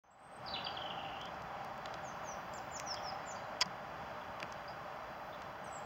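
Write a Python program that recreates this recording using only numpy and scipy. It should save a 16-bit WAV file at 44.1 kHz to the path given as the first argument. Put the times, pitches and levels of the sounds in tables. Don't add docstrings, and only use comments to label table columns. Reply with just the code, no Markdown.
import sys
import numpy as np
from scipy import signal
from scipy.fft import rfft, irfft, next_fast_len
from scipy.io import wavfile
from scipy.ndimage import uniform_filter1d, map_coordinates

SR = 44100
rng = np.random.default_rng(int(sys.argv[2]) if len(sys.argv) > 2 else 0)


def master_out(mix):
    frames = np.transpose(np.atleast_2d(mix))
    ceiling = np.clip(frames, -1, 1)
    pcm = np.round(ceiling * 32767).astype(np.int16)
    wavfile.write(sys.argv[1], SR, pcm)


N = 257984


def amp(db):
    return 10 ** (np.asarray(db) / 20)


def unit(x):
    return x / np.sqrt(np.mean(x ** 2) + 1e-20)


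def along(points, hz):
    f, v = np.transpose(points)
    return np.interp(np.log(hz + 1), np.log(f + 1), v)


def bells(rows, x):
    return sum(height * np.exp(-((x - centre) / width) ** 2) for centre, width, height in rows)


def wobble(rate, size=N):
    knots = rng.standard_normal(int(size * rate / SR) + 4)
    return map_coordinates(knots, [np.arange(size) * rate / SR])


def filtered(x, response):
    m = next_fast_len(len(x) + 8192)
    return irfft(rfft(x, m) * response(np.fft.rfftfreq(m, 1 / SR)), m)[:len(x)]


def noise(colour_db):
    return unit(filtered(rng.standard_normal(N), lambda hz: amp(colour_db(hz))))


def add(track, s, sound):
    part = track[max(round(s * SR), 0):][:len(sound)]
    part += sound[:len(part)]


def hiss():
    # frequency in Hz, relative density in dB.
    spectrum = [(3000, -10), (7000, -12.5), (8800, -3), (10200, -11.5), (12000, -4), (15500, 2)]
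    # start in seconds, end in seconds, level in dB.
    spells = [(2.28, 3.06, -71), (5.22, 5.33, -72)]
    edge_db_per_s = 50
    t = np.arange(N) / SR
    envelope = sum(amp(db - edge_db_per_s * np.abs(t - np.clip(t, start, end)))
                   for start, end, db in spells)
    sizzle = noise(lambda hz: along([(9000, -41), (12000, -15), (14500, -4), (15600, -2.5)], hz))
    return amp(-74 + 0.59 * wobble(1.87)) * noise(lambda hz: along(spectrum, hz)) + envelope * sizzle


def traffic():
    # frequency in Hz, relative density in dB.
    spectrum = [(20, -27), (35, -19), (62, -5), (95, -6.5), (160, -2.5), (280, -9), (480, -8), (640, -1.5),
                (1000, -0.5), (1350, -3.5), (2300, -14.5), (4800, -24), (7200, -36), (10000, -86)]
    # centre in Hz, width in Hz, lift in dB.
    hollows = [(603, 38.5, 6.5), (802.4, 22.5, 1.5)]
    # time and half-width in seconds, then lifts of rumble, roar and drone in dB.
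    swells = [(.95, 0.22, 0.5, -1, 5), (2.1, 0.2, 0, .7, 1), (3.05, 0.34, 0, 1.6, 5),
              (4.25, 0.36, 1.5, 0.86, -2.5), (5.85, 0.28, 0, .3, 7.5)]
    t = np.arange(N) / SR
    rumble_lift, roar_lift, drone_lift = sum(np.outer(lifts, bells([(s, width, 1)], t))
                                             for s, width, *lifts in swells)
    rumble_db = -55.5 - 0.47 * t + rumble_lift
    roar_db = -46.5 - 0.32 * t + roar_lift
    drone_db = -51 - 1.3 * t + drone_lift
    colour = lambda hz: along(spectrum, hz) + bells(hollows, hz)
    rumble = noise(lambda hz: colour(hz) + along([(330, -4), (650, -25.5)], hz))
    roar = noise(lambda hz: colour(hz) + along([(220, -26.5), (430, -2)], hz))
    drone = noise(lambda hz: -20 * np.log10(1 + ((hz - 780) / 42) ** 2))
    return (amp(rumble_db + 0.4 * wobble(7.7)) * rumble
            + amp(roar_db + 0.48 * wobble(9)) * roar
            + amp(drone_db) * drone)


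def bumps():
    # start in seconds, frequency in Hz, level in dB, time to decay by 60 dB in seconds.
    thuds = [(3.657, 183, -42.5, 0.19), (4.428, 317, -46.5, 0.074), (4.43, 160, -45, 0.11)]
    out, t = np.zeros(N), np.arange(SR // 4) / SR
    attack = 1 - np.exp(-t / 0.0024)
    for s, hz, db, t60 in thuds:
        add(out, s, amp(db - 60 * t / t60) * attack * np.sin(2 * np.pi * hz * t))
    return out


def contact(centre_hz, hardness_hz, ring_db):
    # frequency in Hz, relative level in dB, time to decay by 60 dB in seconds.
    modes = [(1030, -16, 0.035), (1592, -14.5, 0.013), (1950, -14.5, 0.025), (3270, -14, 0.022),
             (4620, -9, 0.021), (4770, -2.5, 0.012), (5150, -2.5, 0.0168), (6140, -10.5, 0.01),
             (6810, -13, 0.011)]
    t = np.arange(SR // 16) / SR
    push = 0.219 * rng.standard_normal(len(t)) * amp(-60 * t / 0.0089)
    push[0] += 1
    tick = signal.lfilter(*signal.iirpeak(centre_hz, Q=1.9, fs=SR), push)
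    tick = signal.lfilter(*signal.butter(1, hardness_hz, fs=SR), tick)
    ring = sum(amp(db + rng.normal(0, 5.3) - 60 * t / t60) * np.sin(2 * np.pi * (hz * t + rng.random()))
               for hz, db, t60 in modes)
    ring *= 1 - np.exp(-t / 0.00014)
    return tick / np.abs(tick).max() + amp(ring_db) * ring / np.abs(ring).max()


def handling():
    # start in seconds, level in dB, centre in Hz, hardness as a cut-off in Hz.
    ticks = [(1.213, -36.5, 3930, 5000), (1.254, -38, 5200, 5000), (1.342, -52, 4900, 5000),
             (1.42, -45, 5600, 6000), (1.647, -41.5, 8100, 14000), (1.778, -47, 12000, 14000),
             (1.857, -30.5, 3500, 3000), (1.94, -34.5, 3860, 2000), (2.537, -39, 6000, 12000),
             (2.798, -24.5, 6350, 14500), (2.798, -33, 2220, 4000), (2.942, -33.5, 4660, 3000),
             (3.6066, -29.5, 5170, 4000), (3.657, -41.5, 5500, 5000), (4.401, -34.5, 3950, 2200),
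             (4.4276, -24.5, 2090, 4000), (4.523, -38, 4370, 4000), (5.419, -40.5, 4100, 4000)]
    # start in seconds, level in dB, centre in Hz.
    clacks = [(3.611, -18, 5600), (3.618, -19, 4770)]
    shell_hz, ring_loss_db_per_octave = 4800, 34
    rebound_gap_s, rebound_loss_db, rebound_pitch_ratio = 0.0032, 4.5, 0.59
    out = np.zeros(N)
    for s, db, hz, hardness_hz in ticks:
        ring_db = -2 - ring_loss_db_per_octave * abs(np.log2(hz / shell_hz))
        add(out, s, amp(db) * contact(hz, hardness_hz, ring_db))
    for s, db, hz in clacks:
        for k in range(3):
            blow = contact(hz * rebound_pitch_ratio ** k, hardness_hz=2300, ring_db=1)
            add(out, s + rebound_gap_s * k, amp(db - rebound_loss_db * k) * blow)
    return filtered(out, lambda hz: amp(bells([(10200, 2000, -14)], hz)))


def garden(x, t60, gap_s):
    t = np.arange(SR) / SR
    tail = rng.standard_normal(SR) * amp(-60 * t / t60) * np.clip(t / gap_s - .5, 0, 1)
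    return signal.fftconvolve(x, tail / np.linalg.norm(tail))[:N]


def walls(x, spread_s):
    taps = np.zeros(SR // 4)
    for when, size in rng.random((8, 2)):
        taps[int((.003 + spread_s * when) * SR)] += (0.18 + size) * rng.choice([-1, 1])
    return signal.fftconvolve(x, taps / np.linalg.norm(taps))[:N]


def note(length, shape, crest, waver, flutter_db):
    u = np.linspace(0, 1, int(length * SR))
    glide = uniform_filter1d(np.interp(u, *np.transpose(shape)), size=len(u) // 8, mode="nearest")
    pitch = glide * (1 + waver * wobble(247, len(u)))
    swell = np.sin(np.pi * np.interp(u, [0, crest, 1], [0, .5, 1]))
    flutter = amp(flutter_db * wobble(80, len(u)))
    return np.sqrt(2) * swell * flutter * np.sin(2 * np.pi * np.cumsum(pitch) / SR)


def slurs(rows, waver, flutter_db):
    voice = np.zeros(N)
    for s, length, start_hz, end_hz, db in rows:
        shape = [(0, start_hz), (1, end_hz)]
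        add(voice, s, amp(db) * note(length, shape, crest=0.53, waver=waver, flutter_db=flutter_db))
    return voice * unit(1 + .45 * wobble(900))


def far_birds():
    # start and length in seconds, first and last pitch in Hz, relative level in dB.
    calls = [(1.19, 0.094, 3130, 3220, -56.5), (2.95, 0.034, 3750, 3140, -58),
             (3.343, 0.047, 4850, 4730, -63), (3.433, 0.017, 4120, 4040, -63),
             (4.198, 0.023, 3710, 3310, -58), (4.673, 0.017, 4640, 5080, -61.5),
             (5.315, 0.044, 3800, 3250, -60)]
    voice = slurs(calls, waver=0.024, flutter_db=3.5)
    return amp(2) * voice + garden(voice, t60=0.18, gap_s=0.0049)


def whistlers():
    # start and length in seconds, first pitch in Hz, level in dB.
    slides = [(2.025, 0.1, 7360, -59.5), (2.233, 0.12, 6930, -54.5), (2.853, 0.11, 6190, -45.5),
              (3.017, 0.095, 6150, -50.5), (5.638, .058, 6930, -62.5)]
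    slide_shape = [(0, 1), (.3, .92), (.6, .85), (.9, .825), (1, 0.58)]
    # start and length in seconds,
    # pitch ceiling and depth of the plunge in Hz, level in dB.
    arches = [(2.522, 0.07, 7700, 3200, -56), (2.705, 0.075, 7390, 2550, -49.5),
              (3.252, .075, 7360, 1790, -54), (5.695, .095, 7870, 655, -53.5)]
    arch_shape = [(0, .22), (.2, 0.07), (.45, 0.11), (.7, .2), (.85, .52), (1, 1)]
    # start and length in seconds, pitch in Hz, level in dB.
    peeps = [(0.024, 0.06, 6150, -58), (0.102, .06, 7700, -55), (0.177, 0.13, 8200, -60.5),
             (0.301, 0.12, 8210, -64.5), (5.638, 0.043, 8170, -64.5)]
    peep_rise = 0.022
    voice = np.zeros(N)
    for s, length, hz, db in slides:
        shape = [(u, hz * ratio) for u, ratio in slide_shape]
        add(voice, s, amp(db) * note(length, shape, crest=0.64, waver=0.006, flutter_db=2.5))
    for s, length, top_hz, plunge_hz, db in arches:
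        shape = [(u, top_hz - plunge_hz * share) for u, share in arch_shape]
        add(voice, s, amp(db) * note(length, shape, crest=0.95, waver=0.0084, flutter_db=3))
    for s, length, hz, db in peeps:
        shape = [(0, hz * (1 - peep_rise / 2)), (1, hz * (1 + peep_rise / 2))]
        add(voice, s, amp(db) * note(length, shape, crest=0.32, waver=0.0076, flutter_db=5))
    return voice + amp(-12) * walls(voice, spread_s=.025) + amp(-11) * garden(voice, t60=0.41, gap_s=0.018)


def trill(count):
    start_s, crest_s, gap_s, jitter_s, length_s = 0.935, 1.02, 0.027, 0.006, 0.0363
    top_hz, bottom_hz, sag_hz_per_s = 3440, 2550, 620
    crest_db, fade_db_per_s = -51.5, 41
    rows = []
    for k, (late, sharp) in enumerate(rng.standard_normal((count, 2))):
        s = start_s + gap_s * k + jitter_s * late
        tuning = 1 + 0.0437 * sharp
        start_hz = top_hz - sag_hz_per_s * (s - start_s)
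        db = crest_db - fade_db_per_s * abs(s - crest_s)
        rows.append((s, length_s, start_hz * tuning, bottom_hz * tuning, db))
    return rows


def songbird():
    # start in seconds, first and last pitch in Hz, relative level in dB.
    song = [(0.457, 5070, 4640, -48.5), (0.475, 5040, 3480, -43), (.502, 4670, 4050, -43),
            (0.535, 4210, 3230, -31), (.553, 3150, 2420, -38.5), (0.576, 3605, 2410, -42),
            (.602, 4030, 2740, -48.5), (.640, 4830, 4500, -44.5), (.657, 4240, 2520, -39.5),
            (.696, 4760, 4630, -54), (.743, 4620, 3880, -42.5), (.762, 3700, 2890, -44.5),
            (.812, 3430, 3080, -43), (0.852, 3540, 2630, -42.5), (.896, 3470, 2600, -45)]
    length_s = 0.018
    phrase = [(s, length_s, *rest) for s, *rest in song] + trill(count=10)
    voice = slurs(phrase, waver=0.0292, flutter_db=3)
    early = walls(voice, spread_s=.03)
    tail = garden(voice, t60=0.38, gap_s=0.0066)
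    return amp(-2) * voice + amp(-8.5) * early + amp(-5) * tail


def scene():
    return (songbird() + whistlers() + far_birds() + handling() + bumps() + traffic() + hiss())[None]


def record(dry):
    # centre in Hz, width in Hz, gain in dB.
    notches = [(3725, 110, -25), (4265, 120, -19), (8000, 150, -12)]
    open_s, fade_end_s, fade_db_per_s = 0.036, 0.48, 53
    top_hz, lag_s = 15820, 0.0018
    t = np.arange(N) / SR
    fade = (t > open_s) * amp(fade_db_per_s * np.minimum(t - fade_end_s, 0))
    smear = lambda hz: np.exp(-2j * np.pi * lag_s * (hz - hz ** 2 / (2 * top_hz)))
    return filtered(dry[0] * fade, lambda hz: amp(bells(notches, hz)) * smear(hz) * (hz < top_hz))[None]


dry = scene()
out = record(dry)
master_out(out)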